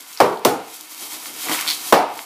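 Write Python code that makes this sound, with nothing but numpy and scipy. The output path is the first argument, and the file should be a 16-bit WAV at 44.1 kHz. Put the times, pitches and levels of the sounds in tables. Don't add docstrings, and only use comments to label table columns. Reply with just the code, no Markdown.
import sys
import numpy as np
from scipy import signal
from scipy.fft import rfft, irfft, next_fast_len
from scipy.io import wavfile
from scipy.ndimage import uniform_filter1d

SR = 44100
rng = np.random.default_rng(int(sys.argv[2]) if len(sys.argv) > 2 else 0)


def int16_out(signal):
    q = np.round(np.clip(np.atleast_2d(signal).T, -1, 1) * 32767)
    wavfile.write(sys.argv[1], SR, q.astype(np.int16))


def to_linear_factor(level_db):
    exponent = np.asarray(level_db, float) / 20
    return 10 ** exponent


N = 99225

M = next_fast_len(N + SR)
F = np.maximum(np.arange(M // 2 + 1) * SR / M, 1.)


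def unit(x):
    return x / np.sqrt(np.mean(x ** 2))


def shape(table):
    hz, db = np.array(table, float).T
    return np.interp(np.log(F), np.log(hz), db, left=-90, right=-90)


def causal(db):
    cepstrum = irfft(np.log(to_linear_factor(db)), M)
    cepstrum[1:M // 2] *= 2
    cepstrum[M // 2 + 1:] = 0
    return np.exp(rfft(cepstrum))


def delay(seconds):
    return np.exp(-2j * np.pi * F * seconds)


def highpass(x, order, hz):
    return signal.sosfilt(signal.butter(order, hz, "high", fs=SR, output="sos"), x)


def room():
    # (frequency [Hz], time to fall 60 dB [s])
    decay = [(100, 0.13), (250, 0.4), (550, .4), (1100, 0.57), (1800, 0.38), (4000, 0.33), (10000, 0.34),
             (15000, 0.2)]
    room_db, fill_s = 10.5, 0.00076
    early_db, early_t60_s = 7.5, 0.052
    mode_hz, mode_db, mode_t60_s = 109, -19, 0.42
    even_fine_hz, even_broad_hz = 90, 900
    t = np.arange(SR) / SR
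    noise = rfft(rng.standard_normal(SR), M)
    hz, t60 = np.array(decay).T
    tail = 0
    for k in range(len(hz)):
        share = np.interp(np.log(F), np.log(hz), np.arange(len(hz)) == k)
        tail = tail + irfft(noise * share, M)[:SR] * to_linear_factor(-60 * t / t60[k])
    early = to_linear_factor(early_db - 60 * t / early_t60_s)
    tail = tail * (1 - np.exp(-t / fill_s)) * (1 + early)
    mode = to_linear_factor(mode_db - 60 * t / mode_t60_s) * np.sin(2 * np.pi * mode_hz * t)
    spec = rfft(tail, M)

    def mean_power(width_hz):
        return uniform_filter1d(np.abs(spec) ** 2, int(width_hz * M / SR))

    evening_db = 10 * np.log10(mean_power(even_broad_hz) / mean_power(even_fine_hz))
    spec = spec * causal(evening_db)
    return to_linear_factor(room_db) * (spec + rfft(mode, M)) / np.sqrt(np.sum(tail ** 2))


def heard(spec, wet_db):
    table_echo = to_linear_factor(-4.5) * delay(0.000913)
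    return irfft(spec * (1 + table_echo + to_linear_factor(wet_db) * room()), M)[:N]


def rustle():
    # (time [s], treble level [dB], middle level [dB], bass level [dB])
    levels = [(0.0,-42,-47,-52.5), (0.12,-41,-47,-62), (0.19,-40.5,-44,-55), (0.31,-50.5,-68,-61),
              (0.43,-51,-46,-56), (0.56,-52,-44,-53), (0.641,-48.5,-47.5,-52), (0.75,-38.5,-47,-54),
              (0.86,-43,-50.5,-56.5), (0.931,-37,-45,-54), (.98,-38.5,-45.5,-56), (1.03,-32,-39.5,-43.5),
              (1.1,-36,-42.5,-49), (1.14,-32,-39.5,-44), (1.2,-37.5,-43,-51), (1.27,-32,-40,-46.5),
              (1.33,-38,-42,-46), (1.42,-28,-38,-48), (1.47,-32.5,-30.5,-33.5), (1.52,-26,-28.5,-27),
              (1.6,-29.5,-29.5,-47), (1.66,-31,-35,-43), (1.71,-27,-31.5,-50.5), (1.78,-34,-45,-46),
              (1.85,-28,-35.5,-46), (1.91,-30.5,-40,-46.5), (2.03,-63,-36.5,-59), (2.1,-46.5,-44,-45),
              (2.18,-37.5,-41,-44), (2.25,-42.5,-47.5,-60)]
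    # (frequency [Hz], gain [dB])
    treble = [(2940, -2), (5000, -2), (8140, -2.5), (12400, -1.5), (15500, -7.5)]
    # (frequency [Hz], gain [dB])
    middle = [(710, 3), (1200, 6), (1780, 2.5), (2090, 7), (5500, -4.5), (7150, -25), (12100, -120)]
    # (frequency [Hz], gain [dB])
    bass = [(53, -73), (80, -53), (120, 0), (170, -7), (311, 6), (430, -3), (760, 0.5), (1300, -16),
            (1700, -29)]
    grains_per_s, grain_spread_db = 3500, 3.5
    flicker_db, flicker_per_s = 1.5, 30
    wet_db = -18
    t, rows = np.arange(N) / SR, np.array(levels)
    hold = int(SR / flicker_per_s)
    out = 0
    for column, colour in enumerate((treble, middle, bass), start=1):
        is_grain = rng.random(N) < grains_per_s / SR
        size = to_linear_factor(grain_spread_db * rng.exponential(size=N))
        grains = rng.standard_normal(N) * (0.86 + is_grain * size)
        steps = np.repeat(rng.standard_normal(N // 200), hold)[:N]
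        flicker = uniform_filter1d(steps, hold)
        band = unit(irfft(rfft(grains, M) * causal(shape(colour)), M)[:N])
        level_db = np.interp(t, rows[:, 0], rows[:, column])
        out = out + band * to_linear_factor(level_db + flicker_db * flicker)
    return irfft(rfft(out, M) * (1 + to_linear_factor(wet_db) * room()), M)[:N]


def creaks():
    # (time [s], level [dB], pitch [Hz])
    slips = [(.105, -30, 1150), (.133, -26, 6500), (.174, -15.5, 5000), (.373, -25, 3800),
             (.997, -26, 6000), (1.4718, -15, 1300), (1.4862, -8, 2000), (1.495, -8, 900),
             (1.515, -6, 1800), (1.5225, -11, 3300), (1.530, -14, 1300), (1.534, -11, 3400),
             (1.538, -16, 3600), (1.5455, -9, 2000), (1.5485, -9, 1200), (1.610, -17, 2500),
             (1.625, -18, 2200), (1.671, -15, 3800), (1.6768, -5, 4000), (1.683, -5, 3900),
             (1.6892, -4.5, 4200), (1.702, -4, 4400), (1.709, -4, 4400), (1.716, -12, 3700),
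             (1.720, -13, 3200), (1.729, -17, 4300)]
    creak_t60_s, tick_db, wet_db = .003, -6, -11
    bundle_hz, bundle_t60_s, bundle_db = 333, .016, -7.5
    film_low_hz = 215
    out, t = np.zeros(N + SR), np.arange(SR // 50) / SR
    noise = rng.standard_normal((len(slips), len(t)))

    def ring(hz, t60):
        return np.sin(2 * np.pi * hz * t) * to_linear_factor(-60 * t / t60)

    for (start_s, db, hz), hiss in zip(slips, noise):
        lowness = 1000 / hz
        tick = to_linear_factor(tick_db) * min(lowness, .5) * hiss * np.exp(-t / 0.001)
        slip = highpass(ring(hz, creak_t60_s) + tick, 2, hz / 2.85)
        slip = slip + to_linear_factor(bundle_db) * lowness ** 2 * ring(bundle_hz, bundle_t60_s)
        first = int(start_s * SR)
        out[first:first + len(t)] += to_linear_factor(db) * slip
    thin = highpass(out[:N], 2, film_low_hz)
    return heard(rfft(thin, M), wet_db)


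def pops():
    burst_s = [0.2022, 0.326, 0.4494, 1.9243]
    # (thump level [dB], pocket pitch [Hz], tilt [dB per octave], thump after crack [s],
    # crack level [dB], crack decay constant [s])
    bursts = [(1, 900, 0, 0.00018, -11, .002), (-21.5, 990, 1, 0.000084, -53, .002),
              (-4.5, 356, -1.5, 0.002586, -2.5, 0.0021), (2, 850, 1.5, 0.00025, -6.5, 0.0029)]
    # (frequency [Hz], gain [dB])
    thump_colour = [(35, -61), (60, -63.5), (118, -12), (500, 1.5), (763, -4), (825, -4.5), (1040, -7),
                    (1820, -17), (6000, -32.5), (7800, -143), (13200, -120)]
    # (frequency [Hz], gain [dB])
    crack_colour = [(60, -62), (500, -16.5), (2000, -1), (5000, -1.5), (9000, -5), (15500, -3.5),
                    (21000, -17)]
    pocket_q, pocket_db = 2.43, 3
    crack_wet_db = -6
    out, t = 0, np.arange(SR // 20) / SR
    for start_s, (db, hz, tilt_db, lag_s, crack_db, length_s) in zip(burst_s, bursts):
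        octaves = np.log2(F / hz)
        resonance = pocket_db * np.exp(-(pocket_q * octaves) ** 2)
        thump = causal(shape(thump_colour) + resonance + tilt_db * octaves)
        thump = to_linear_factor(db) * thump / np.abs(irfft(thump, M)).max()
        thump = thump * delay(start_s + abs(lag_s))
        tear = rng.standard_normal(len(t)) * np.exp(-t / length_s)
        crack = to_linear_factor(crack_db) * causal(shape(crack_colour)) * delay(start_s)
        echoes = to_linear_factor(crack_wet_db) * np.sqrt(np.sum(tear ** 2)) * room()
        out = out + heard(thump, 0) + irfft(crack * (rfft(tear, M) + echoes), M)[:N]
    return out


def scene():
    return (rustle() + creaks() + pops())[None]


def roll_off(x):
    return signal.sosfilt(signal.butter(12, 16440, fs=SR, output="sos"), x)


def record(dry):
    bass_cut_hz, top_hz = 123, 15350
    knee = 4
    x = highpass(dry, 2, bass_cut_hz)
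    x = x / (1 + np.abs(x) ** knee) ** (1 / knee)
    x = highpass(x, 1, 70)
    x = signal.sosfilt(signal.ellip(8, .2, 40, top_hz, fs=SR, output="sos"), x)
    mix = np.clip(x, -1, 1)
    return roll_off(mix)


dry = scene()
out = record(dry)
int16_out(out)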